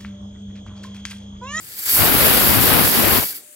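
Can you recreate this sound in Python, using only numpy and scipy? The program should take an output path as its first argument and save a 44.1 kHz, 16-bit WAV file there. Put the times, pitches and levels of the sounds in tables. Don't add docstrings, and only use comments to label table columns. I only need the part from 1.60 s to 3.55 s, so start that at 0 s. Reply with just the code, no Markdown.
import sys
import numpy as np
from scipy import signal
from scipy.fft import rfft, irfft
from scipy.io import wavfile
from scipy.ndimage import uniform_filter1d

SR = 44100
rng = np.random.default_rng(int(sys.argv[2]) if len(sys.argv) > 2 else 0)


def wrap_up_sound(samples):
    columns = np.atleast_2d(samples).T
    tamed = np.clip(columns, -1, 1)
    steps = np.round(tamed * 32767).astype(np.int16)
    wavfile.write(sys.argv[1], SR, steps)


N = 85995
TIME_S = np.arange(N) / SR
BIN_HZ = np.arange(N // 2 + 1) * SR / N + 1
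PORT_LAG_S = .00018


def steam_jet():
    # (time [s], relative high hiss level [dB], relative low hiss level [dB])
    flow = [(0.0, -49.5, -49), (0.168, -39, -41.5), (0.194, -31, -35.5), (0.216, -35, -39),
            (0.232, -30.5, -34), (0.248, -31.5, -36), (0.266, -24, -28), (0.276, -29.5, -28),
            (0.296, -19.5, -24), (0.325, -20, -26), (0.355, -15.5, -24), (0.482, -20, -26),
            (0.504, -19, -28.5), (0.65, -17.5, -25), (0.976, -19, -25), (0.994, -20, -29),
            (1.036, -17.5, -24), (1.226, -20, -31), (1.242, -19, -26), (1.548, -19.5, -26),
            (1.564, -19, -24), (1.72, -32.5, -37.5), (1.738, -42, -43), (1.758, -31, -38.5),
            (1.824, -56, -55.5), (1.95, -55, -75)]
    # (frequency [Hz], left gain [dB], right gain [dB])
    high_spectrum = [(7460, -24, -24), (8600, -13, -12), (9500, -9, -7), (10200, -6, -1.5), (10600, -4, -3),
                     (11300, 0, 0), (12600, 0.5, 1), (13000, -2, -2), (14000, 0.5, 0.5), (15000, -2, -0.5),
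                     (16000, -4, -2.5)]
    low_spectrum = [(208, -3, -3.5), (905, -9.5, -14), (1580, 2.5, -6.5), (2880, -1.5, -3.5), (3450, 2, -1),
                    (5500, 4, -5.5), (6040, -0.5, -1.5), (8200, 4, 1), (9400, -21, -50)]
    # (frequency [Hz], bandwidth [Hz], left boost [dB], right boost [dB])
    cap = [(2070, 880, 2.5, 3.5), (4640, 410, 5, 10.5), (7600, 250, 6.5, 3)]
    high = colour(noise(coherence=.71), high_spectrum) * undb(curve(flow, column=1) + 3)
    low = colour(noise(coherence=.39, lag_s=PORT_LAG_S), low_spectrum, cap)
    low *= undb(curve(flow, column=2) + 1.5)
    return flutter(high + low, swell_db=.3, band_db=.7, rate_hz=20, grain_db=1.2, grain_hz=350)


def ticks_and_spits():
    # (time [s], relative level [dB], upper cutoff of the puff [Hz])
    transients = [(0.176, -43, 9000), (0.195, -46, 12000), (.231, -38, 12000), (0.264, -45, 9000),
                  (0.291, -22.5, 6000), (0.348, -21, 12000), (1.36, -18, 4000), (1.57, -18, 4000),
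                  (1.636, -25, 3500), (1.73, -30.5, 3000)]
    # (frequency [Hz], relative level [dB], T60 [s])
    modes = [(1005, -8, 0.037), (1606, 0, 0.037), (2270, -5, 0.16), (3030, -7, 0.035)]
    puff_t60_s, out = 0.018, 0
    for start, db, top_hz in transients:
        age = np.clip(TIME_S - start, 0, 1)
        envelope = (TIME_S > start) * undb(db - 4 - 60 * age / puff_t60_s)
        band = signal.butter(2, [800, top_hz], "band", fs=SR, output="sos")
        puff = signal.sosfilt(band, noise(coherence=.43) * envelope)
        ring = sum(np.sin(2 * np.pi * hz * age) * undb(db - 7 + mode_db - 60 * age / t60)
                   for hz, mode_db, t60 in modes)
        out = out + puff + ring
    return out


def port_eddies():
    # (time [s], relative level [dB], left minus right [dB], relative rumble gain [dB])
    draught = [(0.24, -57, 5, -2), (0.284, -52, 5, -10), (0.334, -42.5, 0, 4), (0.366, -29.5, 9.0, -11),
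               (0.4, -23, 13.5, 1), (0.478, -23.5, 9.5, -4), (0.512, -24, 11.5, -3),
               (0.664, -22.5, 6, -5.5), (0.726, -22.5, 10, -3.5), (0.916, -23.5, 10.5, 0),
               (0.982, -23.5, 15, 0.5), (1.088, -24, 6, -3), (1.126, -21, 10.5, -1.5),
               (1.192, -21.5, 11, -0.5), (1.302, -29, -2, 0), (1.356, -25, 4, -8.5), (1.39, -23, 8, -3.5),
               (1.566, -22, 16, -4), (1.582, -24.5, 18.5, 0.5), (1.616, -34.5, 11, -4),
               (1.636, -30.5, 21, -5), (1.654, -46, 12, 0), (1.674, -51, 13, -10), (1.72, -44, 7, -1)]
    # (frequency [Hz], left gain [dB], right gain [dB])
    spectrum = [(25, -30, -9), (61.3, 1, -3), (258, 0.5, 1), (600, -5.5, -3.5), (1560, -7.5, -6.5),
                (3850, -13.5, -10), (5220, -20, -11), (8400, -44, -23)]
    eddies = np.array([flutter(port, swell_db=.7, band_db=.7, rate_hz=16, grain_db=2, grain_hz=400)
                       for port in colour(noise(coherence=0), spectrum)])
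    rumble = signal.sosfiltfilt(signal.butter(2, 300, fs=SR, output="sos"), eddies)
    eddies = eddies - rumble + rumble * undb(curve(draught, column=3) + 1.4)
    pan_db = curve(draught, column=2)
    balance = np.sqrt(1 / (1 + undb([-pan_db, pan_db]) ** 2))
    fade_in = np.clip((TIME_S - draught[0][0]) / 0.054, 0, 1)
    fade_out = np.clip((draught[-1][0] - TIME_S) / 0.061, 0, 1)
    return eddies * balance * fade_in * fade_out * undb(curve(draught, column=1) + 11)


def gust_thumps():
    # (centre time [s], frequency [Hz], level [dB], duration [s])
    gusts = [(0.277, 90.6, -44.5, 0.063), (0.413, 105, -16, .03), (0.627, 60.1, -21.5, 0.045),
             (.84, 60, -20, 0.049), (0.942, 200, -19, 0.046), (0.986, 121.3, -16, 0.044),
             (1.23, 90.5, -30, 0.035), (1.4, 237.7, -16, 0.036), (1.46, 99.3, -19, 0.035),
             (1.592, 84.2, -19.5, 0.028)]
    out = 0
    for (centre, hz, db, duration), phase in zip(gusts, rng.random(len(gusts))):
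        envelope = undb(db) * np.exp(-(2 * (TIME_S - centre) / duration) ** 2)
        out = out + envelope * np.sin(2 * np.pi * (hz * TIME_S + phase))
    return out * undb([[0], [-21]])


def valve_whistle():
    # (time [s], frequency [Hz], level [dB])
    course = [(.15, 7500, -62), (.2, 7450, -48), (.232, 7560, -31), (.25, 7570, -45), (.268, 7580, -24),
              (.296, 7430, -45), (.345, 7400, -37), (.36, 7650, -38), (.4, 7450, -38), (.46, 7700, -29),
              (.5, 7550, -42), (.56, 7600, -55)]
    phase = 2 * np.pi * np.cumsum(curve(course, column=1)) / SR
    band = walk(rate_hz=260) * np.sin(phase) + walk(rate_hz=260) * np.cos(phase)
    sounding = (TIME_S > course[0][0]) * (TIME_S < course[-1][0])
    return band * undb(curve(course, column=2)) * sounding * undb([[0], [-2]])


def seat_leak():
    # (frequency [Hz], gain [dB])
    spectrum = [(990, -15), (1670, -1.5), (5700, -7), (7800, 7.5), (9000, 6), (10500, 5.5), (13000, -14),
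                (16000, -10)]
    hiss = colour(noise(coherence=.089, lag_s=PORT_LAG_S), spectrum)
    return hiss * undb(-49 + 0.58 * walk(rate_hz=14.4)) * undb([[6], [0]])


def kitchen_murmur():
    # (frequency [Hz], left gain [dB], right gain [dB])
    spectrum = [(25, -22, -21), (100, -17.5, -14), (302, -6.5, -6), (785, -13, -17.5), (1920, -32, -32)]
    # (time [s], level [dB])
    levels = [(0, -55.5), (.2, -59), (1.7, -51), (1.82, -57), (1.87, -64), (1.95, -67)]
    murmur = colour(noise(coherence=.85), spectrum) * undb(curve(levels, column=1))
    bass = signal.sosfilt(signal.butter(2, [60, 160], "band", fs=SR, output="sos"), murmur)
    return murmur + bass * undb(13.5) * (TIME_S < 0.975)


def faint_tone(hz=600, waver_hz=60, start_s=1.79, rise_s=0.044):
    phase = 2 * np.pi * hz * TIME_S
    tone = np.array([(1 + 0.85 * walk(waver_hz)) * np.sin(phase) + 0.77 * walk(waver_hz) * np.cos(phase)
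                     for port in "LR"])
    return tone * np.clip((TIME_S - start_s) / rise_s, 0, 1) * undb(-61)


def undb(db):
    return 10 ** (np.asarray(db) / 20)


def curve(table, column):
    rows = np.array(table)
    return np.interp(TIME_S, rows[:, 0], rows[:, column])


def walk(rate_hz):
    hold = max(int(SR / rate_hz), 2)
    steps = rng.standard_normal(N)[np.arange(N) // hold]
    return 1.14 * uniform_filter1d(uniform_filter1d(steps, hold), hold)


def noise(coherence, lag_s=0.):
    shared, own = rng.standard_normal(N), rng.standard_normal((2, N))
    arrivals = np.array([np.roll(shared, int(lag_s * SR)), shared])
    return np.sqrt(coherence) * arrivals + np.sqrt(1 - coherence) * own


def colour(x, spectrum, resonances=()):
    rows = np.array(spectrum)
    db = np.array([np.interp(np.log(BIN_HZ), np.log(rows[:, 0]), rows[:, side], -90, -90)
                   for side in (1, -1)])
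    for centre, width, *boost in resonances:
        db = db + np.array(boost)[:, None] / (1 + (2 * (BIN_HZ - centre) / width) ** 2)
    gain = undb(db)
    return irfft(rfft(x) * gain / np.sqrt(np.mean(gain ** 2)), N)


def flutter(x, swell_db, band_db, rate_hz, grain_db, grain_hz):
    spectrum, octave = rfft(x), np.log2(BIN_HZ)
    common_db = swell_db * walk(rate_hz) + grain_db * walk(grain_hz)
    out = 0
    for centre in np.arange(4, 15, .5):
        band = np.clip(1 - 2 * abs(octave - centre), 0, 1)
        out = out + irfft(spectrum * band, N) * undb(common_db + band_db * walk(rate_hz))
    return out


def scene():
    blast = steam_jet() + ticks_and_spits() + port_eddies() + gust_thumps() + valve_whistle()
    return blast + seat_leak() + kitchen_murmur() + faint_tone()


def record(dry):
    ceiling, cutoff_hz = .85, 15770
    low_pass = signal.ellip(14, .2, 100, cutoff_hz, fs=SR, output="sos")
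    return signal.sosfilt(low_pass, ceiling * np.tanh(dry / ceiling))


dry = scene()
out = record(dry)
wrap_up_sound(out)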